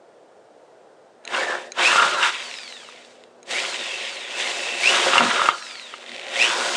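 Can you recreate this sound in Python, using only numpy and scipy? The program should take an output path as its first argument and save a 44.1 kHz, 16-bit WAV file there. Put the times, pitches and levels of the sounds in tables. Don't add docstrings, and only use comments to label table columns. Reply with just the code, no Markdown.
import sys
import numpy as np
from scipy import signal
from scipy.fft import rfft, irfft, next_fast_len
from scipy.io import wavfile
from scipy.ndimage import uniform_filter1d

SR = 44100
rng = np.random.default_rng(int(sys.argv[2]) if len(sys.argv) > 2 else 0)


def to_wav(s):
    ch = np.atleast_2d(s).T
    pcm = np.round(np.clip(ch, -1, 1) * 32767)
    wavfile.write(sys.argv[1], SR, pcm.astype(np.int16))


def gain_from_decibels(decibels):
    exponent = np.asarray(decibels, float) / 20
    return 10 ** exponent


N = 298116

# t/s, commutator pitch f/Hz
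MOTOR_SPEED = [(1.26, 120.6), (1.34, 1650), (1.39, 2300), (1.63, 599.2), (1.74, 299.3), (1.81, 2050),
               (1.89, 2826), (2.0, 2420), (2.2, 1910), (2.45, 1535), (2.92, 600), (3.2, 279), (3.3, 120),
               (3.45, 120.4), (3.52, 1860), (3.57, 2292), (3.61, 2456), (3.67, 2170), (4.0, 1420),
               (4.28, 790), (4.32, 812), (4.4, 1930), (4.46, 2150), (4.56, 1860), (4.8, 1830), (4.89, 2855),
               (4.94, 3140), (5.1, 2500), (5.3, 2010), (5.6, 1425), (5.93, 770), (6.05, 590), (6.3, 690),
               (6.35, 1788), (6.41, 2510), (6.5, 3500), (6.55, 3795), (6.76, 3560)]
# f/Hz, width/Hz, relative level/dB
HOUSING_RESONANCES = [(1852, 154, -5), (2050, 326, -2.5), (2320, 220, -4.5), (2633, 240, -3),
                      (3006, 640, -2), (3700, 610, -1.5), (3940, 460, -6.5)]
REFERENCE_HZ = 2000


def rms_one(x):
    return x / np.sqrt(np.mean(x ** 2) + 1e-20)


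def in_time(rows):
    s, *columns = np.transpose(rows)
    return [np.interp(np.arange(N) / SR, s, column) for column in columns]


def coloured(x, points):
    size = next_fast_len(N + 4096)
    hz, db = np.transpose(points)
    log_hz = np.log(np.arange(size // 2 + 1) * SR / size + 1)
    gain = gain_from_decibels(np.interp(log_hz, np.log(hz), db))
    return irfft(rfft(x, size) * gain, size)[:N]


def drift(rate_hz):
    r = np.exp(-2 * np.pi * rate_hz / SR)
    noise = rng.standard_normal(N + SR)
    return rms_one(signal.lfilter([1], [1, -2 * r, r * r], noise)[SR:])


def ring(clicks, hz, t60):
    r = gain_from_decibels(-60 / (t60 * SR))
    w = 2 * np.pi * hz / SR
    return signal.lfilter([0, np.sin(w)], [1, -2 * r * np.cos(w), r * r], clicks + 1e-18)


def ring_time(width_hz):
    return np.log(1000) / np.pi / width_hz


def grains(per_s, spread_db, hiss):
    sizes = gain_from_decibels(spread_db * np.minimum(rng.exponential(1, N), 5)) * rng.choice([-1, 1], N)
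    contacts = sizes * (rng.random(N) < per_s / SR)
    return rms_one(contacts) + hiss * rng.standard_normal(N)


def body(force, resonances):
    out = np.zeros(N)
    for k, (hz, width, db) in enumerate(resonances):
        out += (-1) ** k * gain_from_decibels(db) * np.sqrt(width) * ring(force, hz, ring_time(width))
    return rms_one(out)


def struck(events, modes, spread_db, below_db, contact_s):
    rows = np.array(events)
    tilt = rows[:, 2] if rows.shape[1] > 2 else 0
    chance = rng.normal(0, 1, (len(rows), len(modes), 3))
    out = np.zeros(N)
    for k, (hz, db, t60) in enumerate(modes):
        delay = contact_s * np.abs(chance[:, k, 1])
        at = np.round((rows[:, 0] + delay) * SR).astype(int)
        strength_db = rows[:, 1] + db - below_db + tilt * np.log2(hz / 1300)
        strength_db = strength_db + spread_db * chance[:, k, 0]
        clicks = np.zeros(N)
        clicks[at] = gain_from_decibels(strength_db) * np.sign(chance[:, k, 2])
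        out += ring(clicks, hz, t60)
    return out


def swells(rows, rise_db_per_s):
    t = np.arange(N) / SR
    levels = []
    for s, db, hold, fall in rows:
        missing_db = np.maximum(rise_db_per_s * (s - t), fall * (t - s - hold))
        levels.append(db - np.maximum(0, missing_db))
    return np.max(levels, axis=0)


def kept_ringing(level_db, resonances):
    return gain_from_decibels(level_db) * body(grains(1100, 4.7, hiss=0.9), resonances)


def pull():
    # from t/s, to t/s, depth of the mains pulsing/0-1
    held = [(1.28, 1.406, 0), (1.795, 1.952, 0.43), (3.487, 4.898, 0.62), (6.073, 6.298, .5),
            (6.362, 6.754, 1)]
    ramp_s = 0.13
    t = np.arange(N) / SR
    depths = []
    for on, off, depth in held:
        gate = np.clip(np.minimum(t - on, off - t) / ramp_s + .5, 0, 1)
        depths.append(np.clip(depth, 0, 1) * gate)
    return np.max(depths, axis=0)


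def torque_pulse(sharp):
    pulse_hz = 120
    beat = np.cos(np.pi * pulse_hz * (np.arange(N) / SR - .0007)) ** 2
    return 1 + pull() * (rms_one(beat ** sharp) - 1)


def fan():
    # f/Hz, relative level per Hz/dB
    air_colour = [(18, -83.5), (30, -36), (65, -48), (102, -16.5), (177, -13), (266, -12), (308, -7),
                  (497, -0.5), (574, -4), (632, -2), (1100, -18.5), (1430, -19.5), (2200, -30.5),
                  (9290, -45.5), (12100, -36), (20400, -120)]
    t = np.arange(N) / SR
    hum_level = gain_from_decibels(-53.5 + 0.41 * drift(5.7))
    hum = (t > 1.16) * hum_level * np.sin(2 * np.pi * 243 * t)
    noise = rms_one(coloured(rng.standard_normal(N), air_colour))
    return gain_from_decibels(-45.5 + 0.1 * drift(5.0)) * noise + hum


def room(x):
    t60_s, tail_db = 0.22, -8
    t = np.arange(SR // 2) / SR
    dull_noise = signal.lfilter([.5], [1, -.5], rng.standard_normal(len(t)))
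    tail = dull_noise * gain_from_decibels(-60 * t / t60_s) * (t > .004)
    return gain_from_decibels(tail_db) * signal.fftconvolve(x, tail / np.sqrt(np.sum(tail ** 2)))[:N]


def trigger_clicks():
    # t/s, strength/dB
    clicks = [(1.2515, -20), (1.276, -22), (1.7199, -16.5), (3.2375, -38), (3.4296, -30), (3.473, -38)]
    # f/Hz, relative level/dB, time to die by 60 dB t/s
    switch_modes = [(1430, -2.5, 0.016), (2370, 7, 0.012), (4020, 1, 0.026), (5270, -11, 0.014),
                    (6570, 2.5, 0.016), (8300, -10, 0.013), (9350, -9, 0.013)]
    return struck(clicks, switch_modes, spread_db=3.0, below_db=18, contact_s=0.0004)


def gear_lash():
    # t/s, strength/dB
    lone_ticks = [(1.276, -19), (2.3254, -23), (2.3521, -20), (2.4249, -21), (2.5127, -23), (3.048, -33),
                  (3.2375, -34), (5.688, -25), (5.9814, -31), (6.0626, -27), (6.0935, -25), (6.117, -22),
                  (6.3415, -18)]
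    # first t/s, last t/s, gap t/s, first strength/dB, last strength/dB
    tick_runs = [(2.542, 2.78, .0455, -22, -26), (2.9228, 2.96, .0366, -34, -34),
                 (5.5837, 5.82, .0427, -26, -25), (6.0187, 6.05, .0245, -31, -31),
                 (6.147, 6.285, 1 / 60, -24, -23)]
    jitter_s = .002
    modes = [(hz, db, ring_time(width)) for hz, width, db in HOUSING_RESONANCES]
    ticks = list(lone_ticks)
    for first, last, gap, first_db, last_db in tick_runs:
        for s in np.arange(first, last, gap):
            db = np.interp(s, [first, last], [first_db, last_db])
            ticks.append((s + jitter_s * rng.normal(), db))
    return struck(ticks, modes, spread_db=3.0, below_db=4, contact_s=.0008)


def can_knocks():
    # t/s, strength/dB, brightness/dB per octave
    catches = [(1.346, -21.5, 8), (1.927, -7, 0.5), (1.959, -3.5, -10), (1.996, -12, 6), (2.004, -15, 0),
               (2.023, -11, -10), (2.146, -10, -5), (2.227, -13.5, 9), (2.83, -36, -13), (2.887, -31, -27),
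               (5.134, -5, -1.5), (5.156, -5.5, -32), (5.169, -5, -10), (5.18, -2, 4.5), (5.184, -9, -0.5),
               (5.207, -3.5, -23), (5.311, -12, -11), (5.394, -7.5, -10), (5.414, -5, -8), (5.458, -12, 1),
               (5.487, 2, -7.5), (5.938, -20.5, -6)]
    # f/Hz, relative level/dB, time to die by 60 dB t/s
    can_modes = [(830, -64, 0.0083), (950, -8.5, 0.053), (1184, -3, 0.024), (1246, 13, 0.014),
                 (1380, -11, 0.019), (1443, -15, 0.037), (1700, -22, 0.035), (2120, -5, 0.072),
                 (2757, 5, 0.028), (2900, -3, 0.025), (3500, -35, .012), (5260, -22, 0.021)]
    return struck(catches, can_modes, spread_db=-0.5, below_db=10.5, contact_s=0.001253)


def singing():
    # t/s, level/dB, hold t/s, fall/dB per s
    can_swells = [(1.98, -12.5, 0.023, 150), (2.1, -25, .1, 200), (2.232, -17, 0.0061, 280),
                  (5.12, -20, .03, 47), (5.41, -17.5, .01, 400), (5.44, -24.5, 0.071, 201)]
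    # t/s, level/dB, hold t/s, fall/dB per s
    bit_swells = [(1.3, -42, 0.12, 100), (1.44, -27, 0.058, 113), (1.9, -23, 0.035, 500)]
    # t/s, level/dB, hold t/s, fall/dB per s
    housing_swells = [(3.918, -31.5, .005, 86.3), (4.36, -34.5, .005, 40.1), (4.696, -30, .005, 50)]
    can = kept_ringing(swells(can_swells, rise_db_per_s=350), [(1250, 58, -8.5), (1395, 20, -8.0)])
    bit = kept_ringing(swells(bit_swells, rise_db_per_s=263), [(1780, 140, 0)])
    housing = kept_ringing(swells(housing_swells, rise_db_per_s=85), [(2640, 98, 0)])
    return can + bit + housing


def whine():
    # t/s, level/dB, hold t/s, fall/dB per s
    squeals = [(1.385, -30, 0.015, 700), (1.845, -20, 0.03, 450), (3.56, -24, .015, 450),
               (4.45, -31, 0.017, 350), (4.86, -16.5, 0.019, 426), (6.4, -19, 0.015, 171)]
    # multiple of the pitch, relative level/dB
    orders = [(2, 2), (2.97, -3), (4, 3), (5.7, -5), (8, -9)]
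    # f/Hz, level/dB
    shell_hz, shell_db = np.transpose([(1000, -30), (1700, -6), (2300, -1), (2800, -5), (3300, 0),
                                       (3900, 2), (4700, -2), (5600, -10), (6500, -22), (12000, -60)])
    hz, = in_time(MOTOR_SPEED)
    phase = 2 * np.pi * np.cumsum(hz * (1 + 0.00618 * drift(104))) / SR

    squeal_level = gain_from_decibels(swells(squeals, rise_db_per_s=480)) * torque_pulse(1.4)
    squeal = squeal_level * (np.sin(phase) + gain_from_decibels(-19) * np.sin(2 * phase))

    free_coast_hz_per_s, loss_db_per_khz_per_s = 2100, 6.0
    slowing = -uniform_filter1d(np.gradient(hz) * SR, size=SR // 25)
    coast_db = -44 + 5.5 * np.log2(hz / REFERENCE_HZ)
    coast_db = coast_db - loss_db_per_khz_per_s * np.abs(slowing - free_coast_hz_per_s) / 1000
    coast = np.zeros(N)
    for multiple, db in orders:
        order_db = coast_db + db + np.interp(multiple * hz, shell_hz, shell_db) + 1.5 * drift(30)
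        coast += gain_from_decibels(order_db) * np.sin(multiple * phase)
    wobble = 1 + 0.49 * np.cos(phase / 12)
    return np.sqrt(2) * (squeal * gain_from_decibels(3.4 * drift(48)) + coast * wobble)


def table_rumble(rumble_db):
    # f/Hz, width/Hz, relative level/dB
    table_resonances = [(357.5, 22.4, -1.5), (450, 87, -2), (541, 24.5, 1), (602.3, 16, -2.5),
                        (695, 36, -1.5), (818, 78, -4)]
    # f/Hz, width/Hz, relative level/dB
    low_resonances = [(139, 100, -4), (244.4, 18.6, 5)]
    # t/s, level/dB, hold t/s, fall/dB per s
    jolts = [(1.34, -35, .005, 260), (2.04, -29, .005, 210), (3.5, -40.5, 0.027, 110),
             (3.79, -43.5, .005, 50), (5.06, -33.5, .11, 300), (5.22, -20.5, 0.05, 210),
             (5.49, -38, .005, 450), (6.13, -39, 0.0042, 230), (6.75, -35, .005, 200)]
    thud_db = np.maximum(swells(jolts, rise_db_per_s=400), rumble_db - 17)
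    shake = grains(600, 4.1, hiss=0.99) * torque_pulse(0.13)
    thud = body(shake, low_resonances) * gain_from_decibels(thud_db)
    return thud + body(shake, table_resonances) * gain_from_decibels(rumble_db + 0.5 * drift(25))


def edge_cutting(cut_db, chatter_db):
    # f/Hz, width/Hz, relative level/dB
    edge_resonances = [(967, 158, 0), (1248, 350, 0), (1453, 138, 0), (1676, 86, -5.5)]
    return body(grains(1500, 2.95, hiss=1.0), edge_resonances) * gain_from_decibels(cut_db + chatter_db)


def gear_grind(gear_db, chatter_db):
    mesh = grains(2500, 1.8, hiss=0.65) * torque_pulse(0.57)
    level_db = gear_db + 0.34 * chatter_db + 1.74 * drift(17)
    return body(mesh, HOUSING_RESONANCES) * gain_from_decibels(level_db)


def air_and_brushes(gear_db):
    # f/Hz, relative level per Hz/dB; its end points are replaced below
    hiss_colour = [(2590, -30), (4400, -0.5), (5890, -5), (6610, -5.5), (8220, -8.5), (8840, -15.5),
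                   (9290, -11), (12100, -35), (20400, -120)]
    octaves = np.log2(in_time(MOTOR_SPEED)[0] / REFERENCE_HZ)
    working_db = -33 + 3.5 * octaves + 0.89 * (gear_db + 30) + 2 * pull()
    cooling_db = -35.5 + 8.5 * octaves
    air_db = np.maximum(working_db, cooling_db)
    slope = [(1500, -6.5)] + hiss_colour[1:-2] + [(16000, -5)]
    hiss = grains(5000, 2.1, hiss=1.95) * torque_pulse(0.085)
    return rms_one(coloured(hiss, slope)) * gain_from_decibels(air_db + 1.0 * drift(28))


def drilling():
    # t/s, table rumble level/dB, cutting level/dB, gear grind level/dB
    work = [(1.24, -48, -60, -60), (1.3, -34.5, -39.5, -43), (1.345, -27, -22.5, -31),
            (1.42, -22.5, -26, -33), (1.47, -25.5, -33, -33.5), (1.54, -26, -26.5, -37.5),
            (1.62, -35.5, -42, -40), (1.71, -39, -55, -67), (1.745, -50, -50, -48), (1.79, -22, -19.5, -27),
            (1.85, -22, -22.5, -21), (1.94, -26, -20.5, -24), (2.05, -23, -18.5, -26),
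            (2.13, -30, -30, -29), (2.165, -26.5, -25, -31.5), (2.21, -31, -24, -29), (2.24, -37, -17, -22),
            (2.29, -36, -22, -26), (2.32, -40, -32.5, -33.5), (2.45, -42.5, -41, -36.5),
            (2.67, -52, -49.5, -52.5), (2.96, -59, -54, -49), (3.21, -72, -63, -61.5),
            (3.42, -58, -63, -80), (3.47, -44, -53, -50.5), (3.51, -29.5, -34.5, -27.5),
            (3.66, -31, -32.5, -31), (3.8, -34.5, -38.5, -33.5), (4.09, -38, -42.5, -33.5),
            (4.27, -37.5, -44, -37), (4.4, -31, -33.5, -28.5), (4.78, -31, -38.5, -31.5),
            (4.86, -28, -30, -22), (4.94, -22, -20.5, -22), (5.02, -23, -24, -23),
            (5.07, -19.5, -22.5, -23), (5.16, -24, -24.5, -22.5), (5.21, -18, -20.5, -24),
            (5.27, -24, -23, -25.5), (5.48, -27.5, -24, -27), (5.55, -39, -36, -41.5),
            (5.62, -60, -42, -49), (5.75, -58, -49, -47), (6.03, -45, -49.5, -47), (6.13, -40, -49, -38),
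            (6.28, -34.5, -43, -37), (6.42, -25, -28.5, -24), (6.5, -28, -23.5, -29),
            (6.6, -24, -25.5, -31), (6.76, -27.5, -28.5, -30.5)]
    rumble_db, cut_db, gear_db = in_time(work)
    on = np.arange(N) / SR > work[0][0]
    chatter_db = 1.18 * drift(95)
    cutting = edge_cutting(cut_db, chatter_db)
    gears = gear_grind(gear_db, chatter_db)
    return on * (table_rumble(rumble_db) + cutting + gears + air_and_brushes(gear_db))


def scene():
    background = fan()
    knocks = can_knocks() + trigger_clicks() + gear_lash()
    tones = whine()
    echoed = room(tones + .25 * knocks)
    close = tones + knocks + echoed + drilling() + singing()
    no_bass = signal.butter(3, 115, "high", fs=SR, output="sos")
    return (signal.sosfilt(no_bass, close) + background)[None]


def roll_off(x):
    return signal.sosfilt(signal.butter(12, 15720, fs=SR, output="sos"), x)


def record(dry):
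    # f/Hz, level/dB
    response = [(20, -8), (100, -12), (9450, 4), (9650, -10.5), (10400, -36), (10800, -21), (13400, -27),
                (13700, -34), (15700, -38)]
    heard = coloured(dry[0], response)
    mix = 1.305 * np.tanh(heard / 1.258)
    return roll_off(mix[None])


dry = scene()
out = record(dry)
to_wav(out)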